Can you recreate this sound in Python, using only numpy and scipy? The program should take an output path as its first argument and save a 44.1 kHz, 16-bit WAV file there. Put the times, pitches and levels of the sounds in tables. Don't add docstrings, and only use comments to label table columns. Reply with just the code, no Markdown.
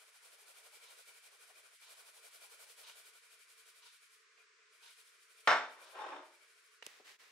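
import sys
import numpy as np
from scipy import signal
from scipy.fft import rfft, irfft, next_fast_len
from scipy.io import wavfile
from scipy.ndimage import uniform_filter1d, map_coordinates

SR = 44100
rng = np.random.default_rng(int(sys.argv[2]) if len(sys.argv) > 2 else 0)


def waveform_to_disk(signal):
    frames = np.transpose(np.atleast_2d(signal))
    scaled = np.clip(frames, -1, 1) * 32767
    samples = np.round(scaled).astype(np.int16)
    wavfile.write(sys.argv[1], SR, samples)


N = 322371
T = np.arange(N) / SR


def amp(db):
    return 10 ** (np.asarray(db) / 20)


def unit(x):
    return x / np.sqrt(np.mean(x ** 2) + 1e-20)


def along(points, hz):
    point_hz, values = np.transpose(points)
    return np.interp(np.log(hz + 1), np.log(point_hz + 1), values)


def wobble(rate):
    knots = rng.standard_normal(int(N * rate / SR) + 4)
    return map_coordinates(knots, [T * rate])


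def filtered(x, response):
    n = x.shape[-1]
    size = next_fast_len(n + 8192)
    hz = np.fft.rfftfreq(size, 1 / SR)
    return irfft(rfft(x, size) * response(hz), size)[..., :n]


def pan(db):
    return amp(np.array([[db], [-db]]) / 2)


def add(out, s, sound):
    part = out[:, round(s * SR):][:, :sound.shape[-1]]
    part += sound[..., :part.shape[1]]


# frequency in Hz, correlation (1 is identical).
ROOM_LIKENESS = [(100, 0.92), (700, 0.92), (1400, 0.29), (2800, 0.26), (5000, 0.23), (12000, 0.084)]
# frequency in Hz, correlation.
MESH_LIKENESS = [(400, 0.039), (1400, 0.23), (2800, 0.31), (5000, 0.25), (9000, 0.26), (14000, 0.095)]


def coloured(pair, spectrum, likeness):
    def mid_and_side(hz):
        angle = np.arccos(np.clip(along(likeness, hz), -1, 1)) / 2
        return amp(along(spectrum, hz)) * [np.cos(angle), np.sin(angle)]

    mid, side = filtered(pair, mid_and_side)
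    return unit(np.array([mid + side, mid - side]))


# frequency in Hz, relative density in dB per Hz.
FLAT = [(100, 0), (10000, 0)]


def burst(spectrum, likeness):
    return coloured(rng.standard_normal((2, SR)), spectrum, likeness)


def grains(spread_db):
    return rng.standard_normal((2, N)) * amp(spread_db * rng.standard_normal(N))


def mesh(spectrum, spread_db):
    return coloured(grains(spread_db), spectrum, MESH_LIKENESS)


def resonant(x, peaks):
    def lift(hz):
        return amp(sum(db / (1 + (2 * (hz - centre) / width) ** 2) for centre, width, db in peaks))

    return unit(filtered(x, lift))


def swells(rows, attack_s, sag_db_per_s, release_db_per_s):
    gain = 0
    for s, length, db in rows:
        sag = sag_db_per_s * np.maximum(T - s, 0)
        release = release_db_per_s * np.maximum(T - s - length, 0)
        gain = gain + np.clip((T - s) / attack_s, 0, 1) * amp(db - sag - release)
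    return gain


# frequency in Hz, time to fall 60 dB in seconds.
KITCHEN = [(100, 0.15), (300, 0.62), (700, 0.48), (1500, 0.44), (3600, 0.43), (8000, 0.44), (14000, 0.11)]


def dying(noise):
    hz, t, z = signal.stft(noise, SR, nperseg=256)
    decay = amp(-60 * t / along(KITCHEN, hz)[:, None])
    return signal.istft(z * decay, SR, nperseg=256)[1][:, :SR]


# frequency in Hz, relative density in dB per Hz.
HISS_COLOUR = [(60, -26), (250, -53.5), (340, -12.5), (440, 7), (580, -17.5), (780, -29), (1050, 1.5),
               (1500, 5.5), (2300, 4.5), (3200, -3.5), (5000, -2.5), (8000, -8), (11000, -24.5),
               (12500, -37.5), (15000, -45)]


def hiss(db=-68.5):
    level = amp(db + 0.14 * wobble(3.8))
    return level * coloured(rng.standard_normal((2, N)), HISS_COLOUR, ROOM_LIKENESS)


# start in seconds, level in dB before rise and room decay.
TICKS = [(.825, -63), (1.827, -62.5), (2.83, -56.5), (3.82, -60.5), (4.824, -60), (5.825, -63)]
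# frequency in Hz, relative density in dB per Hz.
TICK_COLOUR = [(300, -33), (750, -23.5), (950, 3), (1200, -8), (2200, -9.5), (3000, 1.5), (3400, -0.5),
               (3800, 3), (4300, -1.5), (6000, -6), (9000, -19), (15000, -24.5)]


def clock(second_s=.035, second_db=1, rise_s=0.0032):
    out, t = np.zeros((2, N)), np.arange(SR) / SR
    rise = 1 - np.exp(-t / rise_s)
    for s, db in TICKS:
        for delay, part_db in [(0, 0), (second_s, second_db)]:
            wash = dying(burst(TICK_COLOUR, MESH_LIKENESS))
            add(out, s + delay, amp(db + part_db) * rise * wash)
    return out


# start in seconds, level in dB before the rise, low corner in Hz,
# high corner in Hz, time to fall 60 dB in seconds, left-right difference in dB.
TAPS = [(1.5, -63, 850, 900, 0.12, 5), (2.897, -49.5, 1200, 6000, 0.027, -3.5),
        (4.379, -60, 900, 2200, 0.027, -5), (6.8246, -42.5, 350, 3000, 0.026, -5.5),
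        (6.8266, -43, 2000, 3000, 0.015, -5), (6.865, -32.5, 750, 10760, 0.0093, -9),
        (6.869, -51.5, 130, 400, 0.014, 3), (6.999, -58, 130, 420, 0.09, 2)]
# frequency in Hz, relative density in dB per Hz.
TAP_COLOUR = [(40, -30), (150, -28), (450, 0), (1200, -6.5), (3000, -4), (5000, -6.5), (10000, -7.5),
              (15000, -14)]
# frequency in Hz, width in Hz, lift in dB.
RIM = [(1900, 340, 8), (2850, 280, 13)]


def taps(rise_s=0.000068):
    out, t = np.zeros((2, N)), np.arange(SR) / SR
    rise = 1 - np.exp(-t / rise_s)
    for s, db, low_hz, high_hz, t60, pan_db in TAPS:
        def band(hz):
            below_high = 1 / np.hypot(1, (hz / high_hz) ** 2)
            return below_high / np.hypot(1, (low_hz / (hz + 1)) ** 2)

        click = resonant(filtered(burst(TAP_COLOUR, ROOM_LIKENESS), band), RIM)
        add(out, s, click * amp(db - 60 * t / t60) * rise * pan(pan_db))
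    return out


# start in seconds, length in seconds, level in dB
SLIDES = [(6.82, 0.16, -58), (7.04, 0.073, -56.5), (7.175, 0.3, -63)]
# frequency in Hz, relative density in dB per Hz.
SLIDE_COLOUR = [(100, -22), (200, -18.5), (400, -5), (750, -5), (1300, -1.5), (2000, 2.5), (3200, -1),
                (5000, -5), (9000, -11), (12000, -14.5), (15500, -21)]


def sliding(attack_s=0.032, sag_db_per_s=35, release_db_per_s=130):
    powder = mesh(SLIDE_COLOUR, spread_db=4)
    return swells(SLIDES, attack_s, sag_db_per_s, release_db_per_s) * powder * pan(db=-0.5)


# start in seconds, length in seconds, level in dB
PUSHES = [(5.74, 0.38, -57), (5.932, 0.3, -48.5)]
# start in seconds, then scrape, groan, grit and thud levels
# in dB before the rise and the drag's gain.
SLIPS = [(5.95, -42.5, -60, -58, -74), (5.966, -44, -44, -55, -67), (5.988, -40.5, -38.5, -60, -71),
         (6.004, -38.5, -42, -63, -67), (6.016, -37.5, -36.5, -54, -61), (6.036, -38, -39, -53, -63),
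         (6.046, -39.5, -43, -50, -70), (6.061, -36, -49, -51, -64), (6.081, -36, -53, -53, -49),
         (6.101, -39.5, -44, -62, -51), (6.119, -43, -44, -44, -54), (6.129, -40.5, -39, -60, -53),
         (6.143, -43.5, -51, -47, -51), (6.16, -39, -55, -52, -55), (6.174, -47, -49, -61, -60),
         (6.187, -48, -53, -66, -59)]
# frequency in Hz, relative density in dB per Hz.
RUB_COLOUR = [(60, -54), (130, -60), (240, -36.5), (350, -9.5), (560, -2.5), (740, -4.5), (850, -4.5),
              (1100, -0.5), (1350, -6), (1850, -10.5), (2050, -13.5), (3200, -17), (4700, -27),
              (7000, -35.5), (9500, -37), (12000, -73)]
# frequency in Hz, width in Hz, lift in dB.
CLUSTERS = [(1570, 90, 5), (1850, 90, 3), (3620, 120, 9), (5410, 150, 14), (6290, 140, 12), (7480, 240, 9),
            (8270, 90, 8), (9055, 90, 9)]
# frequency in Hz, width in Hz, time to fall 60 dB in seconds.
GROAN = (850, 140, .09)
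GRIT = (2450, 490, 0.041)
SLIP_THUD = (350, 154, .09)


def drag(attack_s=0.048, sag_db_per_s=24, release_db_per_s=340, wet_db=-7, gain_db=-2.5):
    rubbing = resonant(coloured(grains(spread_db=4.5), RUB_COLOUR, ROOM_LIKENESS), CLUSTERS)
    rub = swells(PUSHES, attack_s, sag_db_per_s, release_db_per_s) * rubbing
    t = np.arange(SR) / SR
    slip_t60, slip_rise_s = .07, .0045
    for s, scrape_db, *levels in SLIPS:
        scrape = resonant(burst(RUB_COLOUR, ROOM_LIKENESS), CLUSTERS)
        slip = scrape * amp(scrape_db - 60 * t / slip_t60)
        for (centre, width, t60), db in zip([GROAN, GRIT, SLIP_THUD], levels):
            ring = filtered(burst(FLAT, ROOM_LIKENESS),
                            lambda hz: 1 / (1 + (2 * (hz - centre) / width) ** 4))
            slip = slip + unit(ring) * amp(db - 60 * t / t60)
        add(rub, s, slip * (1 - np.exp(-t / slip_rise_s)))
    tail = dying(burst(FLAT, ROOM_LIKENESS))
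    tail = tail / np.linalg.norm(tail[0])
    wet = signal.fftconvolve(rub.mean(axis=0)[None], tail, axes=1)[:, :N]
    return amp(gain_db) * (rub + amp(wet_db) * wet) * pan(db=1.5)


# start in seconds, relative level of the ring in dB,
# snap level in dB, jolt level in dB before its bass cut, jolt frequency in Hz.
KNOCKS = [(5.474, -21.5, -24, -19, 1300), (5.4772, -29, -32, -18.5, 2400),
          (5.481, -24.5, -41.5, -23.5, 1203), (5.5048, -25, -32.5, -19, 1725),
          (5.5149, -27, -34.5, -11, 1400), (5.5266, -33, -47, -15.5, 850)]
# frequency in Hz, relative density in dB per Hz.
SNAP_COLOUR = [(300, -25.5), (1500, 9.5), (4000, 5), (5500, -14), (9000, -18.5), (15000, -29.5)]
# frequency in Hz, relative density in dB per Hz.
THUD_COLOUR = [(30, -69), (85, -53), (130, -17.5), (200, -46.5), (300, -20), (430, -5.5), (690, 4),
               (1300, 7), (2200, 2.5), (3000, -5.5), (4100, -8.5), (4700, -11.5), (6000, -19), (10000, -31),
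               (12000, -49.5), (15000, -59)]


def contacts(crack_db=5, snap_t60=0.026):
    out, t = np.zeros((2, N)), np.arange(SR) / SR
    dense_db, rise_s = -8, .0004
    crack_t60, jolt_t60, jolt_low_hz = .02, .008, 450
    attack = 1 - np.exp(-t / rise_s)
    for s, db, snap_db, jolt_db, jolt_hz in KNOCKS:
        cycles = amp(jolt_db - 60 * t / jolt_t60) * np.sin(2 * np.pi * jolt_hz * t)
        jolt = filtered(cycles, lambda hz: (1j * hz / (jolt_low_hz + 1j * hz)) ** 2)
        snap = amp(snap_db - 60 * t / snap_t60) * burst(SNAP_COLOUR, ROOM_LIKENESS)
        add(out, s, jolt + snap)
        dense = dying(resonant(burst(THUD_COLOUR, ROOM_LIKENESS), CLUSTERS))
        crack = burst(THUD_COLOUR, ROOM_LIKENESS) * amp(crack_db - 60 * t / crack_t60)
        add(out, s, amp(db + dense_db) * attack * (dense + crack * pan(db=6.0)))
    return out


# frequency in Hz, relative level in dB, time to fall 60 dB in seconds.
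DISH_MODES = [(137, -23.1, 0.26), (257, -17.7, 0.45), (325, -19.5, 0.45), (393, -19, 0.55),
              (440, -14.5, 0.4), (540, -10.1, 0.35), (588, -14.2, 0.45), (626, -6.6, 0.45),
              (657, -9.0, 0.45), (689, -6, 0.33), (711, 0, 0.28), (748, -10, 0.45), (824, -6, 0.31),
              (854, -2.0, 0.3), (881, -0.5, 0.4), (947, -3, 0.42), (985, -7, 0.35), (1043, -5, 0.35),
              (1082, -6, 0.25), (1116, 2.5, 0.24), (1149, 2.6, 0.32), (1188, -2.4, 0.32), (1241, 1, 0.29),
              (1315, -4.5, 0.33), (1341, 4, 0.3), (1375, -3.8, 0.3), (1409, -6.0, 0.4), (1438, 1, 0.3),
              (1497, -7, 0.38), (1540, -1.8, 0.28), (1567, -3, 0.34), (1637, -7, 0.25), (1680, -5.5, 0.26),
              (1768, -5.5, 0.28), (1795, -6, 0.26), (1835, -8.5, 0.28), (1859, -8.5, 0.36),
              (1941, -9.3, 0.36), (2056, -9, 0.25), (2101, -4.0, 0.24), (2164, -7.2, 0.32),
              (2188, -9, 0.34), (2229, -8, 0.34), (2275, -12, 0.3), (2430, -15, 0.35), (2492, -17.0, 0.4),
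              (2716, -12, 0.3), (2881, -13.1, 0.34), (3008, -10.5, 0.28), (3110, -16.6, 0.44),
              (3502, -14.4, 0.33), (3534, -13.9, 0.39), (3597, -14.4, 0.42), (3731, -18, 0.2),
              (4000, -21, 0.27), (4130, -20, 0.27), (4247, -21, 0.29), (5003, -14.5, 0.2),
              (5334, -17, 0.28), (5399, -9.5, 0.23), (5432, -17, 0.26), (6247, -16.5, 0.24),
              (6281, -17, 0.25), (7330, -26.5, 0.22), (7526, -23, 0.28), (8247, -30, 0.5),
              (9055, -27.5, 0.27), (9679, -32.5, 0.3), (10300, -36, 0.4), (10620, -37, 0.35)]
MODE_SPREAD = 0.28


def dish_ring(ring_db=-13.3, rise_s=.0004):
    out, t, start = np.zeros((2, N)), np.arange(SR) / SR, KNOCKS[0][0]
    attack = 1 - np.exp(-t / rise_s)
    for hz, mode_db, t60 in DISH_MODES:
        energy = 0
        for s, db, *_ in KNOCKS:
            since = t + start - s
            energy = energy + amp(db - 60 * np.abs(since) / t60) ** 2 * (since >= 0)
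        swing = attack * np.sqrt(np.abs(uniform_filter1d(energy, size=256)))
        angle = np.arccos(np.clip(along(ROOM_LIKENESS, hz), -1, 1))
        apart = MODE_SPREAD * angle * rng.choice([-1, 1]) * np.array([[.5], [-.5]])
        sine = np.sin(2 * np.pi * (hz * t + rng.random()) + apart)
        add(out, start, amp(ring_db + mode_db) * swing * sine)
    return out


def knock():
    return contacts() + dish_ring()


# frequency in Hz, width in Hz, relative level in dB.
BASKET = [(462, 27, -7), (650.6, 150, -8.5), (972, 19, -3), (1366, 39, -2), (1465, 98, 1), (2355, 200, 3),
          (3170, 290, -7.5)]


def basket(x, tuning):
    def response(hz):
        return sum(amp(db) / (1 + (2 * (hz - centre * tuning) / width) ** 2)
                   for centre, width, db in BASKET)

    return unit(filtered(x, response))


# time in seconds, relative powder hiss in dB, relative basket ring in dB.
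STROKES = [(0.016, -62.5, -68), (0.085, -64.5, -73), (0.165, -63, -67.5), (0.256, -59, -72),
           (0.333, -61, -68), (0.414, -61, -76), (0.497, -58.5, -67), (0.581, -59, -66),
           (0.663, -59.5, -65.5), (0.754, -58, -65), (0.838, -60, -62), (0.919, -58.9, -65.3),
           (0.999, -58.5, -67.5), (1.091, -58, -62.5), (1.17, -60.5, -65), (1.258, -59.5, -65.5),
           (1.344, -63, -70), (1.426, -61, -66.5), (1.496, -61.5, -70), (1.583, -61, -65.5),
           (1.662, -63.5, -66), (1.746, -62.5, -75), (1.835, -60, -65), (1.917, -57.5, -67),
           (1.998, -58, -67.5), (2.084, -59.5, -66), (2.171, -59, -76), (2.26, -57.5, -64),
           (2.354, -57, -68), (2.441, -56.5, -63), (2.53, -57.5, -64.5), (2.621, -56.5, -62.5),
           (2.708, -57, -71), (2.805, -56, -65), (2.893, -58, -61), (2.988, -57, -62.5),
           (3.075, -58.5, -64.5), (3.164, -61, -65.5), (3.249, -63.5, -69.5), (3.334, -61, -67.5),
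           (3.419, -62.5, -67), (3.514, -61.5, -70), (3.599, -61.5, -71), (3.688, -61, -67.5),
           (3.779, -62.5, -69), (3.866, -63, -66), (3.947, -63.5, -70), (4.043, -64, -67.5),
           (4.139, -65, -78), (4.21, -74, -86), (4.335, -83, -82), (4.409, -74, -67), (4.62, -99, -69.5),
           (4.754, -68.5, -68), (4.844, -63.5, -64.5), (4.912, -62, -66), (4.998, -61.0, -68.5),
           (5.077, -65, -75), (5.146, -68, -70), (5.231, -65.5, -78), (5.318, -66, -70.5),
           (5.399, -63, -65.5), (5.48, -62, -63), (5.565, -68, -66), (5.645, -79, -57),
           (5.731, -65.5, -60.5), (5.827, -61.5, -64), (5.918, -62, -66), (6.003, -66, -62),
           (6.099, -72, -73), (6.169, -76, -80), (6.265, -69.4, -68), (6.348, -68.5, -69),
           (6.432, -68.5, -67), (6.507, -68, -72.5), (6.587, -69, -70), (6.664, -68.5, -73),
           (6.745, -69, -73.5)]
DETUNE = .022


def ringing(width_s=0.015, lead_s=0.004, gain_db=-1):
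    out, t = np.zeros((2, N)), np.arange(SR // 5) / SR
    drive = mesh(FLAT, spread_db=1.5)
    for (s, _, db), chance in zip(STROKES, rng.standard_normal(len(STROKES))):
        start = max(s - t.mean(), 0)
        ring = basket(drive[:, round(start * SR):][:, :len(t)], 1 + DETUNE * chance)
        swell = np.exp(-.25 * ((start + t - s + lead_s) / width_s) ** 2)
        add(out, start, ring * amp(db + gain_db) * swell)
    return out * pan(db=2.0)


# frequency in Hz, relative density in dB per Hz.
LOW_COLOUR = [(50, -36), (100, -21), (200, -36), (300, -14.5), (380, -5), (470, 1.5), (650, 4), (760, 0),
              (920, 0.5), (1500, -0.5), (2500, -18), (8000, -41)]


def low_flutter(db=-9):
    flutter_db, crest_db, flutter_rate = 6, 4, 45
    edges_hz = [0, 400, 520, 740, 1050, SR / 2]
    noise = mesh(LOW_COLOUR, spread_db=3.5)
    bands = 0
    for low, high in zip(edges_hz, edges_hz[1:]):
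        flutter = amp(np.minimum(flutter_db * wobble(flutter_rate), crest_db))
        bands = bands + flutter * filtered(noise, lambda hz: (hz >= low) & (hz < high))
    return amp(db) * unit(bands)


# frequency in Hz, relative density in dB per Hz.
POWDER_COLOUR = [(200, -73.5), (330, -26), (450, -11), (800, -23), (1300, -13.5), (1900, -4.5), (3000, 1.5),
                 (4500, 1), (6500, -2), (9000, 2.5), (10800, 1), (12500, -8.5), (15500, -16)]
# frequency in Hz, relative density in dB per Hz.
FIZZ_COLOUR = [(3000, -19), (7000, -14.5), (10000, -3.5), (13000, 7.5), (15500, -1)]
LOW_FADES_S, LOW_FADE_DB_PER_S = 2.86, 19


def shaking(width_s=0.019, gain_db=-1.52, body_db=-7, body_hz=3500, hum_db=-12, fizz_db=-7):
    power = sum(amp(db) ** 2 * np.exp(-.5 * ((T - s) / width_s) ** 2) for s, db, _ in STROKES)
    flow = np.sqrt(power) * amp(gain_db + 0.63 * wobble(90))
    sizzle = flow * mesh(POWDER_COLOUR, spread_db=2.5)
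    steeper = flow * np.sqrt(power / power.max())
    fizz = steeper * amp(fizz_db) * mesh(FIZZ_COLOUR, spread_db=5.5)
    fade_db = -LOW_FADE_DB_PER_S * np.maximum(T - LOW_FADES_S, 0)
    lows = flow * amp(fade_db) * low_flutter()
    rolling = np.sqrt(np.abs(uniform_filter1d(power, size=4400)))
    dull = filtered(mesh(POWDER_COLOUR, spread_db=0.5), lambda hz: 1 / np.hypot(1, hz / body_hz))
    hum = basket(mesh(FLAT, spread_db=-2.0), 1)
    body = amp(body_db) * dull + amp(hum_db) * hum
    return (sizzle + fizz + lows + rolling * body) * pan(db=0.56)


# centre in seconds, Gaussian spread in seconds,
# depth in dB, upper corner in Hz.
DIPS = [(.17, .035, -19, 517), (1.04, 0.017, -12, 900), (1.21, 0.023, -12, 900), (1.775, 0.019, -29, 1070),
        (1.845, 0.013, -16, 650), (2.31, 0.013, -18, 600), (3.2, 0.0078, -23, 900), (3.43, 0.011, -23, 885),
        (3.91, 0.015, -19, 840), (3.985, .02, -28, 845), (4.07, 0.017, -21, 900), (4.95, 0.017, -17.5, 900),
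        (5.11, 0.005, -6, 920), (7.18, .009, -14, 20000)]


def dipped(x):
    hz, t, z = signal.stft(x, SR, nperseg=512)
    depth_db = 0
    for s, width_s, db, below_hz in DIPS:
        dip = np.exp(-.5 * ((t - s) / width_s) ** 2)
        depth_db = depth_db + db * dip / (1 + (hz[:, None] / below_hz) ** 6)
    return signal.istft(z * amp(depth_db), SR, nperseg=512)[1][:, :N]


def scene(lag_s=4e-5):
    sides = np.array([[.5], [-.5]])
    dish = filtered(knock() + drag(), lambda hz: np.exp(2j * np.pi * hz * lag_s * sides))
    sieve = shaking() + ringing() + sliding() + taps()
    return dipped(hiss() + clock() + dish + sieve)


TOP_HZ = 15750


def record(dry, low_cut_hz=70):
    return filtered(dry, lambda hz: (1j * hz / (low_cut_hz + 1j * hz)) ** 2 * (hz < TOP_HZ))


dry = scene()
out = record(dry)
waveform_to_disk(out)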